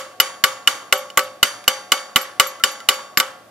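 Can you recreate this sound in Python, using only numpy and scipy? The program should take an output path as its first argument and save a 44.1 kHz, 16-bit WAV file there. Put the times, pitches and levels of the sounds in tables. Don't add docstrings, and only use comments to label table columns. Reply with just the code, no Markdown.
import sys
import numpy as np
from scipy import signal
from scipy.fft import rfft, irfft
from scipy.io import wavfile
from scipy.ndimage import uniform_filter1d

SR = 44100
rng = np.random.default_rng(int(sys.argv[2]) if len(sys.argv) > 2 else 0)


def master_out(mix):
    frames = np.transpose(np.atleast_2d(mix))
    ceiling = np.clip(frames, -1, 1)
    pcm = np.round(ceiling * 32767).astype(np.int16)
    wavfile.write(sys.argv[1], SR, pcm)


N = 154350
LEAD_IN = SR // 10

# start_s, plate_db, hammer_db, knock_db, bars_db, low_ring_db, thud_db, crack_db,
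# hammer_treble_db, loose_part_db, table_db, shimmer_db
BLOWS = [(-.055, -37.5, -6, -10, -12, -25, -30, -10, -25, -2, -31, -30.5),
         (.2005, -26.5, 0, -8.5, -20, -25.5, -43, -9, -7, -29, -29, -28),
         (.439, -33, -4, -8, -12, -25, -39.5, -7.5, -13, -38, -30.5, -27),
         (.6745, -32, -2, -9, -20, -31.5, -39.5, -10, -21, -38, -30, -26.5),
         (.9254, -33.5, -7.5, -7.5, -10.5, -18, -39, -8, -16, -20, -30.5, -29.5),
         (1.1738, -38.5, -15, -9, -6, -18.5, -34, -9, -14.5, -17, -32, -31),
         (1.4293, -26.5, -0.5, -9, -19, -27.5, -30.5, -6.5, -11.5, -28, -34, -26),
         (1.6787, -28, -2, -14.5, -19.5, -27, -36, -10, -9.5, -30, -29.5, -27.5),
         (1.9196, -30, -3, -11.5, -13.5, -25.5, -35, -7.5, -28, -25.5, -30, -27.5),
         (2.1596, -33.5, -6, -9.5, -11, -25, -27.5, -5, -16, -20, -30, -27.5),
         (2.398, -31.5, -2, -9, -11.5, -23.5, -50, -4.5, -20, -19, -29.5, -26.5),
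         (2.6375, -27.5, -1, -12.5, -18.5, -26, -36.5, -8.5, -19, -37, -31, -27),
         (2.8879, -31.5, -3.5, -13.5, -15.5, -22, -35, -5.5, -15, -26, -29.5, -26),
         (3.1733, -43.5, -16, -22, -15, -28, -27, -11.5, -23, -8.5, -47, -28.5),
         (3.2002, -56, -10, -13, -13.5, -28, -37, -12, -21, -29, -34, -42)]
# start_s, hammer_db, knock_db, crack_db
LIGHT_TOUCHES = [(1.1015, -33, -45, -41), (1.192, -20, -21, -17.5), (1.641, -77, -59.5, -43),
                 (2.803, -37, -37, -42.5), (2.598, -64, -58, -42), (2.914, -27.5, -27, -49)]
# start_s, level_db
CHINKS = [(0.975, -29), (1.232, -34.5), (1.481, -43), (2.213, -24), (2.468, -23.5), (2.714, -35),
          (2.938, -37), (3.255, -61)]
# start_s, level_db
RUBS = [(2.601, -30.5), (2.805, -37)]

HAMMER_HZ = [2950, 3640, 4420, 5050, 5286, 6050, 7370, 8800]
# level_db, t60_s, left_minus_right_db, left_lead_rad
HAMMER_MODES = [(4, 0.024, -2.9, 0.022), (-16.5, 0.034, -14, 0.067), (-11.5, 0.027, 2, 0.9),
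                (-17.5, 0.037, 16, -0.094), (-10.5, 0.021, -6.4, -0.91), (-10.5, 0.02, 1, 0.7),
                (-8.5, 0.033, 2.5, 0.57), (-26.5, 0.037, 10, -0.21)]
HAMMER_TREBLE_HZ = [11375, 13500, 14640]
# level_db, t60_s, left_minus_right_db, left_lead_rad
HAMMER_TREBLE_MODES = [(-1.5, 0.038, 3.3, 0.38), (-3, 0.023, 2, .5), (-17, 0.0297, 2.5, .8)]
KNOCK_HZ = [1410, 2040, 1700, 2300]
# level_db, t60_s, left_minus_right_db, left_lead_rad
KNOCK_MODES = [(1.5, .035, 0.15, 0), (2.5, 0.026, -1, 0.0044), (-6, 0.017, 0, 0), (-18, 0.0067, -1, 0)]
BARS_HZ = [1157, 1300, 1505, 900, 1135]
# level_db, t60_s, left_minus_right_db, left_lead_rad
BARS_MODES = [(-1, 0.1, 0, 0), (-17, 0.25, 0.022, 0.0065), (-8, 0.093, 0.0052, 0), (-15, 0.082, 0.02, 0),
              (-10.5, 0.17, 0, 0)]
LOW_RING_HZ = [527, 582, 400, 770, 558]
# level_db, t60_s, left_minus_right_db, left_lead_rad
LOW_RING_MODES = [(-5, 0.45, 0.015, 0.015), (-10, 0.47, 0.02, 0.018), (-10, 0.17, 0.0052, 0.0046),
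                  (-9.5, 0.19, 0.012, 0.0067), (-15, 0.41, 0.0033, 0.0097)]
THUD_HZ = [200, 260, 315]
# level_db, t60_s, left_minus_right_db, left_lead_rad
THUD_MODES = [(1.3, 0.058, 0.005, 0.0027), (3.66, 0.065, 0, 0), (2, 0.058, 0.0057, 0)]
LOOSE_HZ = [12665, 7365]
# level_db, t60_s, left_minus_right_db, left_lead_rad
LOOSE_MODES = [(0, 0.079, 1.6, 0.6), (-6, 0.06, 3.2, 1)]
PLATE_HZ = [4625, 4642, 5539, 6051, 6934, 8920, 9240, 9884, 10830, 10980]
# level_db, t60_s, left_minus_right_db, left_lead_rad
PLATE_MODES = [(-1.5, 0.47, 1, 0.95), (-15, 0.31, 1, 0.7), (-23.5, 1.03, 1, 1), (-6.5, 0.41, 1, -0.17),
               (-4, 0.54, 2, -1.64), (-16, 0.28, 2, .4), (-12, .35, 1.9, .4), (-38, 0.56, 2, .5),
               (-29, .5, 2.7, .5), (-21.5, 0.88, 2, 1)]
TABLE_HZ = [733, 830, 960, 1120, 1160, 2220, 2255, 2982, 3644]
# level_db, t60_s, left_minus_right_db, left_lead_rad
TABLE_MODES = [(-17.5, 0.47, -0.15, 0), (-11, 0.72, 0, 0), (-15.5, 0.41, -0.44, 0.59), (-7.5, 1, 0, 0.0065),
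               (-3, 0.42, -0.53, 0.14), (-2.5, 0.29, -0.54, 0.054), (-3.5, 0.24, -1.2, -0.15),
               (2.5, 0.17, -1, 0), (-8, 0.16, 0, 0)]
RUB_HZ = [1350, 2050]
# level_db, t60_s, left_minus_right_db, left_lead_rad
RUB_MODES = [(8.5, 0.074, 0, 0), (-4, 0.066, 0.0087, 0)]

# pitch_hz, relative_db
CRACK_COLOUR = [(120, -33), (200, -17.5), (2130, 2), (3130, -5), (4040, -2.5), (7540, -10.5), (8420, -5.5),
                (11500, -12.5), (16000, -12)]
# pitch_hz, relative_db
RATTLE_COLOUR = [(35, -66), (60, -59), (301, -13), (527, -12), (698, -13), (1140, 3.5), (2190, -2),
                 (2580, -8.5), (2900, 1), (4030, -6.5), (7060, -5.5), (14600, -16), (16000, -38)]
# pitch_hz, t60_s
RATTLE_T60 = [(100, .3), (260, 0.64), (700, 0.8), (1840, 0.48), (4850, 0.35), (12800, 0.3)]
# pitch_hz, relative_db
HUM_COLOUR = [(15, -72), (25, -44.5), (108, -15.5), (166, -10), (190, -5), (293, -6), (326, -4.5),
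              (439, -5.5), (591, 1.5), (714, -2.5), (863, -13), (14800, -26.5), (16000, -54)]
# pitch_hz, rms_level_db
HUM_TONES = [(110, -69.5), (733, -57.5)]
# pitch_hz, likeness
LIKENESS = [(60, 0.83), (180, 1), (550, 0.73), (1650, 0.64), (4970, 0.12), (15000, 0.1)]
# pitch_hz, left_minus_right_db
LEAN = [(60, 0.85), (180, 2.9), (550, 5.4), (1650, -0.85), (4970, -1.2), (15000, 3.2)]
# pitch_hz, left_lead_rad
LEAD = [(100, 1.33), (3000, -0.9), (5000, 0.11), (8000, 1.9), (11000, -0.066), (15000, 2.8)]

SPOT_DB = 1.8
BAR_RISE_S, TABLE_RISE_S, LAND_RISE_S, RUB_RISE_S = 0.0025, 0.012, 0.003, 0.0076
THUMP_S = 0.00084
CRACK_T60_S, CRACK_GAIN_DB, SNAP_T60_S, SNAP_DB = 0.046, -3, 0.0077, 3.5
SHIMMER_MODES = 360
SHIMMER_DB, SHIMMER_SPREAD_DB = -2.02, 6
SHIMMER_T60_SPREAD, SHIMMER_TURN_RAD = 0.45, 1
WASH_DB, LUMPY_DB, FLICKER_DB = -0.5, 3.0, 1.0
HUM_DB = -51.5
DRIVE_DB, CEILING, KNEE = 2.5, 0.95, 7.0
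EDGE_HZ = 15900


def amp(db):
    return 10 ** (np.asarray(db) / 20)


def evened(x):
    return x / np.sqrt(np.mean(x ** 2) + 1e-20)


def read(points, hz):
    f, value = np.transpose(points)
    return np.interp(np.log(hz + 1), np.log(f + 1), value)


def column(table, k):
    return [(row[0], row[k]) for row in table]


def add(mix, start_s, sound):
    part = mix[:, round(start_s * SR) + LEAD_IN:][:, :sound.shape[1]]
    part += sound[:, :part.shape[1]]


def ring(hz, modes, events, rise_s=0.00042, spread_rad=.6, damped=False):
    hz = np.reshape(hz, (-1, 1))
    db, t60, lean, lead = np.transpose(modes)[..., None]
    t = np.arange(SR // 2) / SR
    out = np.zeros((2, N + LEAD_IN))
    rise = 1 - np.exp(-t / rise_s)
    tail_fade = np.minimum(10 - 20 * t, 1)
    dying = np.exp((2j * np.pi * hz - np.log(1000) / t60) * t) * amp(db) * rise * tail_fade
    side_level = amp([lean / 2, -lean / 2])[..., 0]
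    side_phase = np.exp([.5j * lead, -.5j * lead])[..., 0]
    ends = [s for s, _ in events[1:]] + [np.inf]
    spots = rng.standard_normal((len(events), 2, len(hz)))
    for (s, level), end, (spot, turn) in zip(events, ends, spots):
        weights = side_level * side_phase * amp(level + SPOT_DB * spot) * np.exp(1j * spread_rad * turn)
        stop = np.clip((end - s - t) / .003 + 1, 0, 1) if damped else 1
        add(out, s, (weights @ dying).imag * stop)
    return out


def noise(colour, lumpy_db, flicker_db, t60=None, starts=()):
    frames = (N + LEAD_IN) // 64 + 8
    hz = np.fft.rfftfreq(256, 1 / SR)
    a, b, c, d, patch = rng.standard_normal((frames, 129, 5)).T
    patch = uniform_filter1d(patch, size=4, axis=0)
    patch = evened(uniform_filter1d(patch, size=8, axis=1))
    flicker = evened(uniform_filter1d(rng.standard_normal(frames), size=4))
    same = np.clip(read(LIKENESS, hz), -1, 1)[:, None]
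    left = a + 1j * b
    right = same * left + np.sqrt(1 - same ** 2) * (c + 1j * d)
    right = right * (np.exp(-1j * read(LEAD, hz)) / amp(read(LEAN, hz)))[:, None]
    z = np.array([left, right]) * amp(read(colour, hz))[:, None]
    scale = np.sqrt(np.mean(signal.istft(z, nperseg=256, noverlap=192)[1] ** 2))
    z *= amp(lumpy_db * patch + flicker_db * flicker)
    if t60:
        t = (np.arange(frames) * 64 - LEAD_IN) / SR
        fall_s = read(t60, hz)[:, None]
        power = sum((t > s) * amp(db - 60 * abs(t - s) / fall_s) ** 2 for s, db in starts)
        z *= np.sqrt(power)
    return signal.istft(z, nperseg=256, noverlap=192)[1][:, :N + LEAD_IN] / scale


def hammer():
    body = ring(HAMMER_HZ, HAMMER_MODES, column(BLOWS, 2) + column(LIGHT_TOUCHES, 1))
    return body + ring(HAMMER_TREBLE_HZ, HAMMER_TREBLE_MODES, column(BLOWS, 8))


def knock():
    return ring(KNOCK_HZ, KNOCK_MODES, column(BLOWS, 3) + column(LIGHT_TOUCHES, 2), 0.00039)


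def cracks():
    t = np.arange(SR // 10) / SR
    shape = np.zeros((1, N + LEAD_IN))
    burst = amp(CRACK_GAIN_DB - 60 * t / CRACK_T60_S)
    snap = amp(SNAP_DB - 60 * t / SNAP_T60_S)
    onset = np.minimum(t / 0.00023, 1)
    for s, db in column(BLOWS, 7) + column(LIGHT_TOUCHES, 3):
        add(shape, s, amp(db) * (burst + snap)[None] * onset)
    return shape * noise(CRACK_COLOUR, 3.4, 0.62)


def bars():
    return ring(BARS_HZ, BARS_MODES, column(BLOWS, 4), BAR_RISE_S)


def low_ring():
    return ring(LOW_RING_HZ, LOW_RING_MODES, column(BLOWS, 5), BAR_RISE_S)


def thuds():
    events = column(BLOWS, 6)
    u = np.arange(SR // 20) / SR / THUMP_S
    thump = u * (2 - u) * np.exp(-u)
    out = ring(THUD_HZ, THUD_MODES, events, BAR_RISE_S)
    for s, db in events:
        side_change = amp(2.5 * rng.standard_normal((2, 1)))
        add(out, s, amp(db + 6) * thump * side_change)
    return out


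def loose_part():
    contacts = sorted(column(BLOWS, 9) + CHINKS)
    return ring(LOOSE_HZ, LOOSE_MODES, contacts, LAND_RISE_S, damped=True)


def plate():
    return ring(PLATE_HZ, PLATE_MODES, column(BLOWS, 1), TABLE_RISE_S, 2.46)


def table():
    return ring(TABLE_HZ, TABLE_MODES, column(BLOWS, 10), TABLE_RISE_S, 2.6)


def shimmer():
    events = column(BLOWS, 11)
    u, a, b, c, d = rng.standard_normal((SHIMMER_MODES, 5)).T
    hz = np.linspace(12, 123, SHIMMER_MODES) ** 2 * (1 + .004 * u)
    db = read(RATTLE_COLOUR, hz) + 5 * np.log10(hz)
    db += SHIMMER_SPREAD_DB * np.clip(a, -3, 1.6)
    db += SHIMMER_DB - 10 * np.log10(np.sum(amp(db) ** 2) / 2)
    t60 = read(RATTLE_T60, hz) * np.exp(SHIMMER_T60_SPREAD * np.clip(b, -2, 1))
    lean = read(LEAN, hz) + 2 * c
    lead = read(LEAD, hz) + SHIMMER_TURN_RAD * d
    tones = ring(hz, np.transpose([db, t60, lean, lead]), events, 0.0016, 2.93)
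    return tones + amp(WASH_DB) * noise(RATTLE_COLOUR, LUMPY_DB, FLICKER_DB, RATTLE_T60, events)


def rubbing_bar():
    return ring(RUB_HZ, RUB_MODES, RUBS, RUB_RISE_S)


def hum():
    n = N + LEAD_IN
    hz = np.fft.rfftfreq(n, 1 / SR)
    a, b = rfft(rng.standard_normal((2, n)))
    same = np.clip(read(LIKENESS, hz) - .15, 0, 1)
    sides = np.array([a, same * a + np.sqrt(1 - same ** 2) * b])
    out = amp(HUM_DB) * evened(irfft(sides * amp(read(HUM_COLOUR, hz)), n))
    for f, db in HUM_TONES:
        waver = uniform_filter1d(rng.standard_normal((2, n)), size=4000)
        tone = (waver[0] + 1j * waver[1]) * np.exp(2j * np.pi * f * np.arange(n) / SR)
        out += amp(db) * evened(tone.real)
    return out


def scene():
    mix = hammer() + knock() + cracks()
    mix += bars() + low_ring() + thuds()
    mix += loose_part() + plate() + table() + shimmer()
    mix += rubbing_bar() + hum()
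    return mix[:, LEAD_IN:]


def record(dry):
    x = dry * amp(DRIVE_DB) / CEILING
    x = CEILING * x / (1 + abs(x) ** KNEE) ** (1 / KNEE)
    low_pass = signal.firwin(301, EDGE_HZ, window=("kaiser", 9), fs=SR)
    return signal.oaconvolve(x, low_pass[None], "same")


dry = scene()
out = record(dry)
master_out(out)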